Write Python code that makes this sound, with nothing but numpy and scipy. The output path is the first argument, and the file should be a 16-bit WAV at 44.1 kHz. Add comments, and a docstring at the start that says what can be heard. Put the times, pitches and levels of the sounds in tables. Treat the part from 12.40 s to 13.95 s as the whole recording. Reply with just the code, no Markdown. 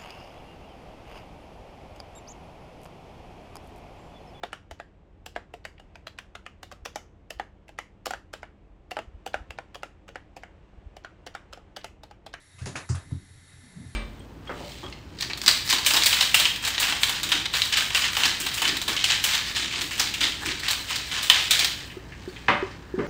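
"""First a low rumble over the whir of a fan far off, then a bump on a workbench in a small hard room.
A bar clamp clacks and squeaks, the bench booms under each bump, and the board drags at the end.
Clamp, bench and board ring as decaying modes or rough tones; the room is noise that dies band by band.
Rubbing, grit and fan are shaped noise; the top is cut at the microphone."""
import sys
import numpy as np
from scipy import signal
from scipy.fft import rfft, irfft
from scipy.io import wavfile

SR = 44100
rng = np.random.default_rng(int(sys.argv[2]) if len(sys.argv) > 2 else 0)


def wrap_up_sound(samples):
    """Save the sound to the file named by the first command line argument, as 16-bit audio."""
    columns = np.atleast_2d(samples).T
    # keep every value between -1 and 1, then stretch to whole-number steps
    tamed = np.clip(columns, -1, 1)
    steps = np.round(tamed * 32767).astype(np.int16)
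    wavfile.write(sys.argv[1], SR, steps)


N = 68355

# clacks of the clamp: t/s, level/dB in each of eight bands, direct click/dB against the bands, ring length/s
CLAMP_CLACKS = [(0.184, -62, -57.5, -65, -55, -58, -55, -61, -59, 8, 0.16),
                (0.217, -57, -64, -54, -72, -56, -55.5, -64, -63, 8, 0.032),
                (.258, -43, -46, -46.5, -49, -45, -41.5, -55, -47.5, 31, 0.094),
                (.354, -42.5, -40, -42, -42.5, -51.5, -42.5, -65, -48, 10, 0.097),
                (.359, -69, -69, -46.5, -44, -43.5, -44, -56, -58, 9.4, 0.061),
                (.4915, -53, -46, -48.5, -53, -59, -39, -47, -55, 25, 0.24),
                (0.546, -49.5, -48, -48, -55, -50, -51, -57, -51.5, 9.8, 0.1),
                (0.709, -60.5, -58.5, -75, -76, -62, -65, -73, -65, 24, 0.062),
                (1.076, -92, -70, -73, -74, -76, -79, -75, -59, 15, 0.032),
                (1.115, -83, -77, -59.5, -72, -84, -81, -76, -68, 8, 0.034)]
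# edges of those eight bands: f/Hz
BAND_EDGES = [300, 700, 1350, 1900, 2850, 4600, 7400, 8800, 10700]
# modes of the clamp: f/Hz, level/dB before trim and spread, t60/s
CLAMP_MODES = [(566, -18, .2), (924, -11, 0.6), (1237, -5, 0.49), (1562, 0, 0.14), (1587, -7, 0.23),
               (2213, 6, 0.055), (2565, 8, 0.19), (2750, 3, 0.18), (4790, 2, 0.051), (5880, -14, 0.052),
               (6600, 1.5, 0.12)]
CLAMP_TRIM_DB, MODE_SPREAD_DB = -9.5, 3
# decay of the room in each of the eight bands: t60/s
ROOM_T60 = [.34, .34, .34, .32, .27, .25, .25, .24]
ROOM_RISE_S, TREBLE_LATE_S = 0.0023, 0.0017   # time constant of the build-up; extra for the highs
TOP_EDGE_HZ, TOP_DB = 12400, -28              # thin ninth band, level against the eighth
CHOKE_T60_S = 0.12                            # extra decay once the ring length is over

# short knocks, sharp at the front of the clacks, dull from the board:
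# t/s, f/Hz, level/dB before swell and decay, cycles per 60 dB of decay
KNOCKS = [(0.26, 1780, -26.5, 7.4), (.2585, 507, -36, 4.1), (.266, 385, -42.5, 55),
          (.3537, 744, -21.5, 5.3), (0.3556, 1500, -24.5, 10.7), (0.3576, 2350, -17.5, 9),
          (0.3615, 1320, -23.5, 10.4), (0.4901, 1260, -28, 7), (0.499, 354, -36, 20),
          (0.5469, 1250, -31, 11.6), (.5478, 2520, -35, 7), (0.554, 9600, -39.5, 66), (.221, 4950, -43, 20),
          (.7112, 726, -34, 4.4), (1.362, 160, -36, 16), (1.397, 163, -32.5, 8.4)]

# rough ring of the steel bar after a clack: t/s, f/Hz, level/dB
BAR_RING = [(.259, 6840, -63), (.27, 6870, -47.5), (.33, 6800, -63), (.36, 6950, -92)]
BAR_ROUGHNESS_HZ = 190

# bumps on the bench: t/s, thud level/dB, higher boom mode/dB and upper modes/dB against it, ring length/s
BENCH_BUMPS = [(0.142, -53.5, -5, -13, 0.044), (0.211, -29.5, -2.5, -21, 0.048),
               (.262, -37.5, 6.5, -1.5, 0.082), (.345, -45, 2.5, -7, 0.107), (.405, -46, -13, -5, 0.02),
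               (0.494, -19.5, 1, -18.5, 0.085), (0.677, -58, -7, -28, .04),
               (0.715, -23.5, -2.5, -11.5, 0.062), (0.904, -47, -2.5, -16, 0.016),
               (0.946, -54.5, 7.5, -14, 0.039), (1.131, -41, -17, -48, 0.094), (1.016, -57.5, 4, -4, .04),
               (1.4, -49.5, 7, 0.5, 0.036), (1.453, -37, -1, -18, 0.025), (1.476, -45, 0, -11, .04)]
# low modes of bench and room, the last being the higher boom: f/Hz, relative level/dB, t60/s before rubbing
BOOM_MODES = [(65, -43, 0.46), (89.85, -34, 1), (129.7, -27.5, 0.193)]
# upper modes of bench and room: f/Hz, relative level/dB, t60/s
UPPER_MODES = [(160, 4, 0.16), (191.2, -5, 0.3), (236.2, -4.5, 0.16), (268.4, -6, 0.38), (302, -9.5, 0.23),
               (341.6, -16.5, 0.59), (385, -16, 0.25)]
PUSH_S = 0.006
THUD_HZ, UPPER_HZ = [84, 160], [151, 431]     # pass bands

# rumble of handling and of the board rubbing: t/s, low modes level/dB, upper modes level/dB, before trim
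RUB_LEVELS = [(0.0, -54, -75), (0.112, -63, -69), (0.246, -44, -68), (0.366, -59, -43), (0.4, -54, -59),
              (0.656, -48.5, -54.5), (0.828, -53.5, -52.5), (0.948, -55.5, -80), (1.108, -54, -68),
              (1.246, -56.5, -64), (1.406, -51, -51), (1.55, -52, -64.5)]
RUB_TRIM_DB, RUB_LUMPS_DB = -2, 1.5
RUB_DAMPING = 1.67                            # rubbing divides the boom's t60 by this

# groan of the dragged board: t/s, f/Hz, level/dB
BOARD_GROAN = [(1.19, 265, -70), (1.22, 253.5, -61), (1.27, 224.8, -55), (1.33, 172.5, -53),
               (1.375, 160, -51), (1.39, 244, -46), (1.41, 241, -50), (1.46, 255, -54), (1.55, 253, -66.5)]
GROAN_ROUGHNESS_HZ = 22.2
# grit under the dragged board: t/s, level/dB
BOARD_GRIT = [(1.2, -80), (1.3, -66), (1.4, -66), (1.48, -67), (1.55, -78)]
GRIT_HZ = [330, 970]
# faint squeak of the sliding jaw: t/s, f/Hz, level/dB
JAW_SQUEAK = [(.2, 1401, -72), (.212, 1425, -54), (.23, 1693, -57), (.255, 1640, -65), (.26, 1640, -85)]
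SQUEAK_ROUGHNESS_HZ = 120
STEADY_SHARE = 0.82                           # steady part of a rough tone, against its noise

# broad colour of the far fan: f/Hz, relative level/dB per Hz
FAN_COLOUR = [(180, -42), (300, 3.5), (334, -15.5), (373, -1.5), (508, -12.5), (557, -8.5), (661, -11),
              (703, -8), (1150, -11), (1370, -7.5), (1500, -7), (1830, -4), (2920, -15), (3800, -6),
              (4790, -14.5), (10200, -13), (12100, -18), (15800, -60), (22000, -120)]
# narrow peaks of its whir: f/Hz, width/Hz, level/dB against the broad colour, before the lift
FAN_WHIR = [(1758, 18, -1.5), (2045, 50, 2), (3783, 16, 1.5), (4406, 115, -4.5), (5620, 146, -2),
            (6800, 9, 5), (7450, 120, -3.5), (8450, 120, -46), (9470, 73, -29), (9993, 290, 0.5)]
FAN_WHIR_LIFT_DB = 9
# the fan as it reaches the microphone: t/s, level/dB of the part above FAN_REFERENCE_HZ
FAN_LEVELS = [(0.0, -59.5), (0.232, -59), (0.4, -56), (0.612, -58), (0.872, -59), (1.55, -56)]
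FAN_REFERENCE_HZ = 1500

CUTOFF_HZ = 12400


def clacks():
    """A click and the clamp's modes come direct, then the room's dense reflections decay band by band."""
    out = np.zeros(N)
    t = np.arange(SR // 4) / SR
    click = (np.arange(len(t)) == 0) * 1.
    edges_hz = BAND_EDGES + [TOP_EDGE_HZ]
    for s, *band_dbs, direct_db, length in CLAMP_CLACKS:
        band_dbs = band_dbs + [band_dbs[-1] + TOP_DB]
        spread_db = rng.normal(0, MODE_SPREAD_DB, len(CLAMP_MODES))
        modes = [(hz, db + CLAMP_TRIM_DB + g, t60) for (hz, db, t60), g in zip(CLAMP_MODES, spread_db)]
        noise = rng.standard_normal((2, len(t)))
        struck = amp(direct_db) * click + ring(click, modes)
        clack = 0
        for k, db in enumerate(band_dbs):
            edges = edges_hz[k:k + 2]
            rise = 1 - np.exp(-t / (ROOM_RISE_S + (k > 3) * TREBLE_LATE_S))
            decay = amp(-60 * t / ROOM_T60[min(k, 7)])
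            # neighbouring bands take turns with the two noises
            tail = rms_one(band(noise[k % 2], edges, order=3)) * rise * decay
            clack = clack + amp(db) * (tail + band(struck, edges, order=3))
        add(out, s, length, clack)
    return out


def cracks():
    """Short decaying rings of clamp and board that swell over two cycles."""
    out = np.zeros(N)
    for s, hz, db, cycles in KNOCKS:
        turns = np.arange(SR // 5) / SR * hz
        swell = np.sin(np.pi / 4 * np.minimum(turns, 2)) ** 2
        decay = amp(db - 60 * turns / cycles)
        add(out, s, 1, decay * swell * 2 * np.sin(2 * np.pi * turns))
    return out


def bar_ring():
    """The steel bar rings as a rough high tone after a clack."""
    return rough_tone(BAR_RING, BAR_ROUGHNESS_HZ)


def bumps():
    """A soft push gives a short thud that sets the boom going; a rough touch drives the upper modes."""
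    out = np.zeros(N)
    t = np.arange(SR // 3) / SR
    push = np.sin(np.pi * np.minimum(t / PUSH_S, 1)) ** 2
    thud = band(push, THUD_HZ, order=3)
    thud /= np.abs(thud).max()
    low = ring(thud, BOOM_MODES[:-1]) / 10
    high = ring(thud, BOOM_MODES[-1:]) / 10
    for s, db, high_db, upper_db, length in BENCH_BUMPS:
        upper = 0
        # own strength and sign for each mode
        for (hz, mode_db, t60), (a, b) in zip(UPPER_MODES, rng.standard_normal((len(UPPER_MODES), 2))):
            upper = upper + np.sign(b) * ring(t == 0, [(hz, mode_db + 2 * a, t60)])
        upper = band(upper, UPPER_HZ, order=2)
        bump = thud + low + amp(high_db) * high + amp(upper_db) * upper
        add(out, s, length, amp(db) * bump)
    return out


def rub():
    """Lumpy friction noise feeds the same modes of bench and room."""
    low_db, upper_db = in_time(RUB_LEVELS)
    white = rng.standard_normal((3, N))
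    lumps = amp(RUB_LUMPS_DB * rms_one(lowpass(white[2], 25)))
    damped = [(hz, db, t60 / RUB_DAMPING) for hz, db, t60 in BOOM_MODES]
    low = rms_one(ring(white[0] * lumps, damped))
    upper = rms_one(band(ring(white[1] * lumps, UPPER_MODES), UPPER_HZ, order=1))
    return amp(RUB_TRIM_DB) * (amp(low_db) * low + amp(upper_db) * upper)


def groan():
    """The dragged board groans as a rough tone of gliding pitch."""
    return rough_tone(BOARD_GROAN, GROAN_ROUGHNESS_HZ)


def grit():
    """Grit under the dragged board makes dull, band-limited friction noise."""
    return amp(*in_time(BOARD_GRIT)) * rms_one(band(rng.standard_normal(N), GRIT_HZ, order=2))


def squeak():
    """The sliding jaw squeaks as a faint rough tone of rising pitch."""
    return rough_tone(JAW_SQUEAK, SQUEAK_ROUGHNESS_HZ)


def fan():
    """A far fan: coloured noise with narrow whirring peaks and a slowly moving level."""
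    hz = np.maximum(np.fft.rfftfreq(N, 1 / SR), 1)
    f, db = np.transpose(FAN_COLOUR)
    shape = amp(np.interp(np.log(hz), np.log(f), db))
    peak_power = 0
    for centre, width, peak_db in FAN_WHIR:
        resonance = 1 / (1 + (2 * (hz - centre) / width) ** 2)
        peak_power = peak_power + amp(2 * (peak_db + FAN_WHIR_LIFT_DB)) * resonance
    shape *= np.sqrt(1 + peak_power)
    shape /= np.sqrt(np.mean(shape ** 2 * (hz > FAN_REFERENCE_HZ)))
    level_db, = in_time(FAN_LEVELS)
    return amp(level_db) * irfft(rfft(rng.standard_normal(N)) * shape, N)


def rough_tone(rows, roughness_hz):
    """A tone on the rows' pitch and level, roughened by slow noise on both its phases."""
    hz, db = in_time(rows)
    a, b = lowpass(rng.standard_normal((2, N)), roughness_hz)
    phase = 2 * np.pi * np.cumsum(hz) / SR
    tone = (a + STEADY_SHARE * a.std()) * np.cos(phase) + b * np.sin(phase)
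    started = np.arange(N) > rows[0][0] * SR
    return amp(db) * started * rms_one(tone)


def ring(x, modes):
    """Parallel two-pole modes; a unit click sets each ringing at its own level."""
    out = 0
    for hz, db, t60 in modes:
        r = amp(-60 / (max(t60, .01) * SR))
        w = 2 * np.pi * hz / SR
        # the tiny offset keeps the filter off denormal numbers
        out = out + amp(db) * signal.lfilter([0, np.sin(w)], [1, -2 * r * np.cos(w), r * r], x + 1e-18)
    return out


def add(out, s, length, x):
    """Lays a sound in at s seconds, choked after its ring length."""
    t = np.arange(len(x)) / SR
    x = x * amp(-60 * np.maximum(t - length, 0) / CHOKE_T60_S)
    i = int(s * SR)
    out[i:i + len(x)] += x[:N - i]


def band(x, edges_hz, order):
    """Butterworth band-pass."""
    return signal.sosfilt(signal.butter(order, edges_hz, "band", fs=SR, output="sos"), x)


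def lowpass(x, hz):
    """Second-order Butterworth low-pass."""
    return signal.sosfilt(signal.butter(2, hz, fs=SR, output="sos"), x)


def in_time(rows):
    """Each column after the time, drawn as straight lines over the scene."""
    s, *columns = np.transpose(rows)
    return [np.interp(np.arange(N) / SR, s, c) for c in columns]


def amp(db):
    """Decibels to amplitude."""
    return 10 ** (np.asarray(db) / 20)


def rms_one(x):
    """Scales to an RMS of one."""
    return x / np.sqrt(np.mean(x ** 2) + 1e-20)


def scene():
    """Clamp, bench and dragged board in front, the fan far behind."""
    clamp = clacks() + cracks() + bar_ring() + squeak()
    board = rub() + groan() + grit()
    return (clamp + bumps() + board + fan())[None]


def record(dry):
    """At the microphone the top is cut steeply, 50 dB down from the cutoff up."""
    return signal.sosfilt(signal.cheby2(12, 50, CUTOFF_HZ, fs=SR, output="sos"), dry)


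dry = scene()
out = record(dry)
wrap_up_sound(out)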